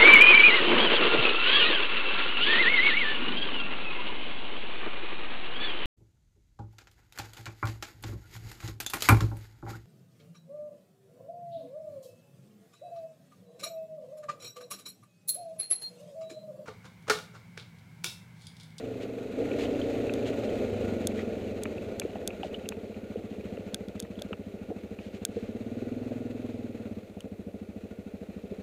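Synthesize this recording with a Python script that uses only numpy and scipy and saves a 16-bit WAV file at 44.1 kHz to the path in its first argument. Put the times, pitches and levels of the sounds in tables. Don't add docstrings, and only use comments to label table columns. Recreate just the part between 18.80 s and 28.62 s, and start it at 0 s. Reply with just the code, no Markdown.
import sys
import numpy as np
from scipy import signal
from scipy.fft import rfft, irfft
from scipy.io import wavfile

SR = 44100
rng = np.random.default_rng(int(sys.argv[2]) if len(sys.argv) > 2 else 0)


def wav_record(signal):
    frames = np.transpose(np.atleast_2d(signal))
    bounded = np.clip(frames, -1, 1)
    quanta = np.round(bounded * 32767).astype(np.int16)
    wavfile.write(sys.argv[1], SR, quanta)


N = 433062
TIME = np.arange(N) / SR

# (frequency [Hz], relative density [dB per Hz])
HISS = [(100, -5.5), (4000, -16.0), (10000, -18.0), (16000, -18.5)]
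# (frequency [Hz], relative density [dB per Hz])
GRIT_COLOUR = [(900, -13), (1900, 3), (2600, 3), (4200, -2.5), (5300, -11.5), (6800, -9.5), (10000, -23),
               (15000, -27)]
# (time [s], level [dB], half length [s])
SCRUNCHES = [(0.228, -50.5, 0.019), (0.822, -43.5, 0.04), (1.114, -52, 0.025), (1.479, -45, 0.022),
             (1.648, -48, 0.015), (2.39, -51.5, 0.042), (3.652, -52.5, 0.028), (4.51, -58, 0.0088),
             (6.253, -58.5, 0.057), (6.356, -54.5, 0.02), (6.594, -57.5, 0.072)]
# (time [s], peak before a common lift [dB], pitch [Hz], relative dull part [dB], scrape decay [s])
STONES = [(0.715, -33.5, 2530, -21, 0.0045), (0.8123, -37, 2660, -24, 0.0064),
          (0.853, -37, 2980, -17, 0.0087), (1.0155, -34.5, 3100, -18, 0.0037),
          (1.295, -27.5, 2520, -12, 0.0026), (1.457, -38, 3100, -15, 0.0057),
          (2.39, -34.5, 2210, -7, 0.013), (2.855, -27.5, 2370, -11, 0.0037),
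          (2.981, -41, 2600, -23, 0.0049), (3.218, -28.5, 2400, -12, 0.0027), (3.355, -41, 2730, -4, .008),
          (3.384, -50, 3600, -10, .004), (3.505, -35, 2450, -8, 0.0036), (3.567, -46, 2500, -16, .003),
          (3.632, -29.5, 2850, -14, 0.0026), (3.7436, -33, 3040, -20, .005),
          (3.857, -40.5, 2740, -18, .005), (3.922, -32.5, 2500, -7, 0.0039),
          (4.144, -43, 2430, -16, 0.0023), (4.7717, -43, 2540, -5, .004), (5.25, -45, 2300, 8, 0.0046),
          (5.355, -48, 3100, -20, .003), (5.390, -39, 3340, -8, 0.005), (5.53, -27, 2530, -7, 0.0035),
          (6.1883, -38.5, 2440, -7, 0.0037), (8.4056, -38.5, 3010, -16, 0.0022)]
# (time [s], peak level [dB], pitch [Hz], ring as Q [-])
THUMPS = [(0.231, -29.5, 413, 3.5), (0.584, -33, 514, 3.5), (0.606, -21.5, 530, 4), (1.502, -21, 432, 2.7),
          (2.742, -45, 500, 4), (3.2495, -20, 395, 2.4), (3.356, -28, 690, 2.3), (3.631, -28.5, 810, 10),
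          (3.646, -28, 604, 4), (4.356, -25, 470, 3.1), (4.774, -29.5, 540, 3.2), (5.415, -32.5, 610, 4),
          (5.507, -29.5, 480, 5.6), (5.9, -29.5, 340, 4.6), (5.903, -38, 720, 4), (5.912, -26, 458, 4.7),
          (5.921, -37, 680, 4), (6.566, -24, 464, 5.6), (7.021, -29, 464, 2.9), (7.316, -27.5, 567, 4),
          (8.37, -43, 700, 4), (8.612, -37, 404, 5.3), (9.718, -30, 393, 2.5)]
# (time [s], bright snap [dB], lower body [dB])
TICKS = [(1.338, -39.5, -36), (2.2715, -22, -29.5), (2.8352, -31, -42), (3.198, -26, -31),
         (3.4761, -24.5, -30.5), (3.8895, -28, -32.5), (4.9447, -27.5, -25.5), (5.0849, -54, -46.5),
         (5.196, -56, -42), (5.201, -29, -35.5), (5.225, -48, -46), (5.229, -55, -50), (5.396, -54, -53),
         (5.4207, -39, -33), (6.4512, -20.5, -27), (8.4059, -45, -51)]
# (frequency [Hz], width [Hz], relative level [dB])
PLASTIC_MODES = [(1590, 69, -2.5), (2190, 360, -16), (3450, 560, 6.5), (4540, 230, -18), (6630, 370, 4.5),
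                 (7670, 600, -2), (8390, 800, 0), (9800, 1000, -3), (13000, 2500, -21.5)]
# (time [s], firing rate [per s])
FIRING_RATE = [(0.0, 23.6), (0.52, 23.75), (0.62, 29.2), (1.53, 28.5), (1.77, 26.5), (2.34, 22.5),
               (2.49, 21.1), (2.87, 20.28), (3.2, 17.08), (3.99, 15.65), (4.26, 14.32), (4.93, 14.12),
               (5.25, 13.18), (5.41, 13.89), (6.41, 13.01), (7.05, 20.59), (7.6, 21.11), (8.09, 17.7),
               (8.41, 13.15), (8.93, 13.73), (9.12, 13.12), (9.82, 13.59)]
# (time [s], throttle [0-1], load on the exhaust [dB], shaking from the ground [dB])
RIDE = [(0, 0.94, -5, 2.1), (.56, 0.71, -5.5, 1.3), (.6, 1, -2.5, 5.5), (1.45, 0.77, -4, 5),
        (1.7, 0.67, -8, 6), (2.05, 0.31, 1.5, 5.5), (2.85, 0.33, -3, 4), (3.6, 0.12, -6.5, 3),
        (4.2, 0.5, -1, 1.5), (4.7, 0.04, -0.5, 2.5), (5.6, 0.16, -1, 0), (6.4, 0.35, 0, 1.34),
        (7.05, 0.84, 2, 0.5), (7.9, 0.68, -0.5, -0.5), (8.35, 0.05, -1, -2), (8.85, 0.42, -0.5, -1.5),
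        (9.82, 0, -0.5, -0.5)]
# (frequency [Hz], relative density [dB per Hz])
RUMBLE_COLOUR = [(20, -37), (50, -13.5), (100, -5.5), (150, -15.5), (220, -3.5), (310, -4), (440, 1.5),
                 (600, -5), (750, -15.5), (900, -24), (1200, -77)]
# (frequency [Hz], relative density [dB per Hz])
WHIRR_COLOUR = [(600, 12), (950, -0.5), (1250, 3.5), (1650, -1), (1950, 3), (2600, 5), (3050, -5.5),
                (4100, -3), (5200, -19), (6600, -9.5), (10000, -23.5), (15000, -20)]
# (frequency [Hz], relative density [dB per Hz])
RUSH_COLOUR = [(25, -25), (55, -17), (90, -35), (150, -15), (230, 2), (320, -1), (450, 3), (600, -0.5),
               (760, -11), (900, -21), (1200, -74)]
# (share of the cycle [-], relative level at idle [dB], growth [dB per octave of speed])
KNOCKS = [(.06, 1.5, 0), (.23, 0, 4), (0.331, -4.5, -1), (.43, -19.5, 18.5), (0.578, -15, 5),
          (.8, -7.5, 7.5)]
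# (frequency [Hz], width [Hz], relative level [dB])
PIPE_RESONANCES = [(406, 101, -2), (464, 81, 1), (555, 30, -13.5), (620, 70, -10), (810, 31, -19)]
# (frequency [Hz], width [Hz], relative level [dB])
SILENCER_RESONANCES = [(187, 21, -31), (217.9, 83, 8), (252, 160, -4.5)]
# (time [s], frequency [Hz], relative level [dB])
BOOM = [(0, 112, 7), (.7, 116, -4.5), (1.6, 108, 3), (2.0, 98, 2), (3.05, 97, 4), (3.6, 78, 0),
        (4.0, 99, -1), (6.4, 98, -1), (7.3, 113, 1), (8.2, 101, 1), (9.82, 95, -5)]

# (level at idle on smooth ground [dB], growth [dB per octave], growth [dB per dB of shaking])
BARK_LAW = (-51, 6.1, 0.29)
RUSH_LAW = (-51.5, 1.7, 0.6)
RUMBLE_LAW = (-48.5, 3.84, 2.1)
WHIRR_LAW = (-57, 4.96, 1)

IDLE_PER_S, FIRST_PHASE = 13.5, .413
THUD_DB, THUD_DB_PER_OCTAVE = -41.7, 7.6
GAS_SPEED_SHUT, GAS_SPEED_PER_THROTTLE, GAS_SPEED_PER_OCTAVE = 0.95, 0.12, 0.19
FULLNESS_POWER = 0.56
BOOM_WIDTH_HZ = 50.3
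PUSH_HZ, PUSH_WIDTH_HZ, PUSH_DB, PUSH_LOSS_DB_PER_OCTAVE = 62, 37, -4, 17
ECHO_S, ECHO_DB, ECHO_LOSS_DB = 0.01037, -7, 7
FALTER_S, FALTER_HALF_S, FALTER_LOSS_DB = 8.272, .068, 7
CRANK_MULTIPLES = (4, 5, 7, 8, 10)
CRANK_LEVELS_DB = (-4.5, -2.5, -4, -4.5, -6)
CRANK_DB, CRANK_DB_PER_OCTAVE = -70.5, 29
COVER_DB, COVER_HZ = -13.5, 1433.5

ROLLING_S, PEBBLE_COUNT = 6.7, 260
PEBBLE_DB, PEBBLE_SPREAD_DB, PEBBLE_LOW_HZ, PEBBLE_HIGH_HZ = -60, 5, 1790, 3200
PEBBLE_SHAKING_SHARE = 2.3
THUMP_T60_S, THUMP_GRIT, THUMP_TOP_RATIO = 0.08, 0.03, 1.4
CATCH_S, CATCH_SHARE = .00099, (.3, .55)
GRIT_PER_S, GRIT_SPREAD_DB, CRUNCH_DB, CRUNCH_SHARE = 2500, 2.5, -11.5, 0.4
CUTOFF_HZ = 15500


def from_db(db):
    return 10 ** (np.asarray(db) / 20)


def rms_one(x):
    return x / np.sqrt(np.mean(x ** 2) + 1e-20)


def in_time(rows):
    s, *columns = np.transpose(rows)
    return [np.interp(TIME, s, column) for column in columns]


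def coloured(x, spectrum):
    hz, db = np.transpose(spectrum)
    bins = np.maximum(np.arange(N // 2 + 1) * SR / N, 1)
    gain = from_db(np.interp(np.log(bins), np.log(hz), db, right=-90))
    return rms_one(irfft(rfft(x) * gain, N))


def noise(spectrum):
    return coloured(rng.standard_normal(N), spectrum)


def drift(per_s):
    knots = rng.standard_normal(N // 50)
    return np.interp(TIME * per_s, np.arange(len(knots)), knots)


def resonate(x, hz, width_hz):
    r = np.exp(-np.pi * width_hz / SR)
    zeros = np.array([1, 0, -1]) * (1 - r * r) / 2
    poles = [1, -2 * r * np.cos(2 * np.pi * hz / SR), r * r]
    return signal.lfilter(zeros, poles, x + 1e-18)


def lowpass(x, hz, order=2):
    return signal.sosfilt(signal.butter(order, min(hz, SR / 2 - 1), fs=SR, output="sos"), x)


def add(out, s, sound, db):
    at = max(round(s * SR), 0)
    out[at:at + len(sound)] += (from_db(db) * sound / np.abs(sound).max())[:N - at]


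def contact(length_s, grit):
    t = TIME[:SR // 6]
    scrape = grit * rng.standard_normal(len(t)) * np.exp(-t / length_s)
    return (t == 0) + scrape


def engine_state():
    per_s, = in_time(FIRING_RATE)
    return per_s, np.log2(per_s / IDLE_PER_S), *in_time(RIDE)


def level_db(law, octaves, shaking_db):
    idle_db, db_per_octave, share = law
    return idle_db + db_per_octave * octaves + share * shaking_db


def background_hiss():
    return from_db(-70.5) * noise(HISS)


def gravel():
    _, octaves, _, _, shaking_db = engine_state()
    spurts = sum(from_db(db) * np.exp(-((TIME - s) / half_s) ** 2) for s, db, half_s in SCRUNCHES)
    crunch_db = level_db(WHIRR_LAW, octaves, shaking_db) + CRUNCH_DB + CRUNCH_SHARE * shaking_db
    crunch = from_db(crunch_db + 1.6 * drift(45))
    sizes = from_db(GRIT_SPREAD_DB * np.minimum(rng.exponential(1, N), 4)) * rng.choice([-1, 1], N)
    grains = sizes * (rng.random(N) < GRIT_PER_S / SR)
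    return np.hypot(spurts, crunch) * coloured(grains, GRIT_COLOUR)


def clack(hz, dull_db, scrape_s):
    blow = contact(length_s=scrape_s, grit=.11)
    modes = resonate(blow, hz, 350) - 0.099 * resonate(blow, 1.23 * hz, 290)
    ring = resonate(modes, hz, 1100)
    knock = 0.9 * resonate(blow, 1940, 220) - resonate(blow, 1364, 180) + 0.84 * resonate(blow, 840, 170)
    return lowpass(ring + from_db(dull_db + 2.5) * knock, 1.27 * hz, order=4)


def stones():
    out = np.zeros(N)
    for s, db, hz, dull_db, scrape_s in STONES:
        add(out, s, clack(hz, dull_db, scrape_s), db + 2)
    *_, shaking_db = engine_state()
    for when, size, pitch in rng.random(size=(PEBBLE_COUNT, 3)):
        s = when * ROLLING_S
        hz = PEBBLE_LOW_HZ + (PEBBLE_HIGH_HZ - PEBBLE_LOW_HZ) * pitch
        db = PEBBLE_DB + PEBBLE_SHAKING_SHARE * shaking_db[int(s * SR)] + PEBBLE_SPREAD_DB * size ** 2
        add(out, s, clack(hz, dull_db=-17.0, scrape_s=0.004), db)
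    return out


def chassis():
    out = np.zeros(N)
    for s, db, hz, q in THUMPS:
        blow = contact(length_s=THUMP_T60_S / np.log(1000), grit=THUMP_GRIT)
        knock = resonate(blow, hz, hz / q) - from_db(-1.0) * resonate(blow, 0.866 * hz, hz / q)
        add(out, s, lowpass(resonate(knock, hz, 480), THUMP_TOP_RATIO * hz, order=4), db)
    return out


def plastic_ticks():
    out = np.zeros(N)
    is_body = np.array(PLASTIC_MODES)[:, 0] < 5500
    for s, snap_db, body_db in TICKS:
        slip = contact(length_s=.002, grit=.03)
        slip[round(CATCH_S * SR)] -= rng.uniform(*CATCH_SHARE)
        modes = np.array([from_db(db + rng.normal(0, 1)) * resonate(slip, hz, width_hz)
                          for hz, width_hz, db in PLASTIC_MODES])
        body = modes[is_body].sum(axis=0)
        snap = modes[~is_body].sum(axis=0)
        add(out, s, body - lowpass(body, 700, order=1), body_db + 6.0)
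        add(out, s + .0001, snap, snap_db + 9.5)
    return out


def firings(cycles, per_s, uneven_db, jitter_s):
    at = np.flatnonzero(np.diff(np.floor(cycles)) > 0)
    chance = rng.standard_normal((len(at), 2))
    moved = np.clip(at + (chance[:, 1] * jitter_s * SR).astype(int), 0, N - 1)
    clicks = np.zeros(N)
    clicks[moved] = from_db(uneven_db * chance[:, 0]) / np.sqrt(per_s[at])
    return clicks


def surge(since_s, delay_s, length_s, steady):
    return rms_one(steady + np.exp(-((since_s - delay_s) / length_s) ** 2))


def crank(cycles, octaves):
    hum = 0
    for multiple, db in zip(CRANK_MULTIPLES, CRANK_LEVELS_DB):
        tone = np.sin(2 * np.pi * (multiple * 2 * cycles + rng.random()))
        hum = hum + from_db(db + 2 * drift(5)) * tone
    return from_db(CRANK_DB + CRANK_DB_PER_OCTAVE * octaves) * rms_one(hum)


def whirr(since_s, octaves, shaking_db):
    cover = rms_one(resonate(rng.standard_normal(N), COVER_HZ, 40)) * from_db(1.9 * drift(10))
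    swell = surge(since_s, delay_s=0.019, length_s=0.016, steady=2.4)
    gain = from_db(level_db(WHIRR_LAW, octaves, shaking_db) + 2.43 * drift(90))
    return gain * (noise(WHIRR_COLOUR) + from_db(COVER_DB) * cover) * swell


def gas_rush(since_s, octaves, shaking_db):
    swell = surge(since_s, delay_s=0.022, length_s=0.014, steady=0.28)
    return from_db(level_db(RUSH_LAW, octaves, shaking_db) + 2.8 * drift(13)) * noise(RUSH_COLOUR) * swell


def bark(cycles, per_s, octaves):
    blows = 0
    for phase, db, db_per_octave in KNOCKS:
        knocks = firings(cycles - phase, per_s, uneven_db=1.8, jitter_s=.0001)
        blows = blows + from_db(db + db_per_octave * octaves) * knocks
    rings = sum((-1) ** k * from_db(db) * resonate(blows, hz, width_hz)
                for k, (hz, width_hz, db) in enumerate(PIPE_RESONANCES))
    return rms_one(lowpass(resonate(rings, 368, 600), 950, order=4))


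def puff(t, hz, width_hz, db):
    age = np.pi * width_hz * t
    return from_db(db) * width_hz * age ** 2 * np.exp(-age) * np.sin(2 * np.pi * hz * t)


def exhaust(clicks, throttle, octaves):
    t = TIME[:SR // 7]
    out = np.zeros(N + len(t))
    boom_hz, boom_db = in_time(BOOM)
    for at in np.flatnonzero(clicks):
        heat = GAS_SPEED_SHUT + throttle[at] * (GAS_SPEED_PER_THROTTLE + GAS_SPEED_PER_OCTAVE * octaves[at])
        fullness = 2 ** (FULLNESS_POWER * throttle[at] * octaves[at])
        thud = sum((-1) ** k * puff(t, hz * heat, width_hz / fullness, db)
                   for k, (hz, width_hz, db) in enumerate(SILENCER_RESONANCES))
        thud = thud - puff(t, boom_hz[at], BOOM_WIDTH_HZ / fullness, boom_db[at])
        thud = thud + puff(t, PUSH_HZ, PUSH_WIDTH_HZ, PUSH_DB - PUSH_LOSS_DB_PER_OCTAVE * octaves[at])
        echo_gain = from_db(ECHO_DB - ECHO_LOSS_DB * octaves[at])
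        echo = echo_gain * np.interp(t - ECHO_S / heat, t, thud)
        out[at:at + len(t)] += clicks[at] * rms_one(thud + echo)
    return rms_one(out[:N])


def falter():
    return from_db(-FALTER_LOSS_DB * np.exp(-((TIME - FALTER_S) / FALTER_HALF_S) ** 4))


def engine():
    per_s, octaves, throttle, load_db, shaking_db = engine_state()
    cycles = FIRST_PHASE + np.cumsum(per_s) / SR
    since_s = cycles % 1 / per_s
    puffs = firings(cycles, per_s, uneven_db=.6, jitter_s=.00003)
    thud_gain = from_db(THUD_DB + THUD_DB_PER_OCTAVE * octaves + load_db)
    thud = thud_gain * exhaust(puffs, throttle, octaves)
    pipe = from_db(level_db(BARK_LAW, octaves, shaking_db)) * bark(cycles, per_s, octaves)
    rush = gas_rush(since_s, octaves, shaking_db)
    rumble = from_db(level_db(RUMBLE_LAW, octaves, shaking_db)) * noise(RUMBLE_COLOUR)
    machinery = crank(cycles, octaves) + rumble + whirr(since_s, octaves, shaking_db)
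    return falter() * (thud + pipe + rush) + machinery


def scene():
    ground = gravel() + stones() + chassis()
    return (background_hiss() + ground + plastic_ticks() + engine())[None]


def record(dry):
    return signal.sosfilt(signal.ellip(10, .2, 80, CUTOFF_HZ, fs=SR, output="sos"), dry)


dry = scene()
out = record(dry)
wav_record(out)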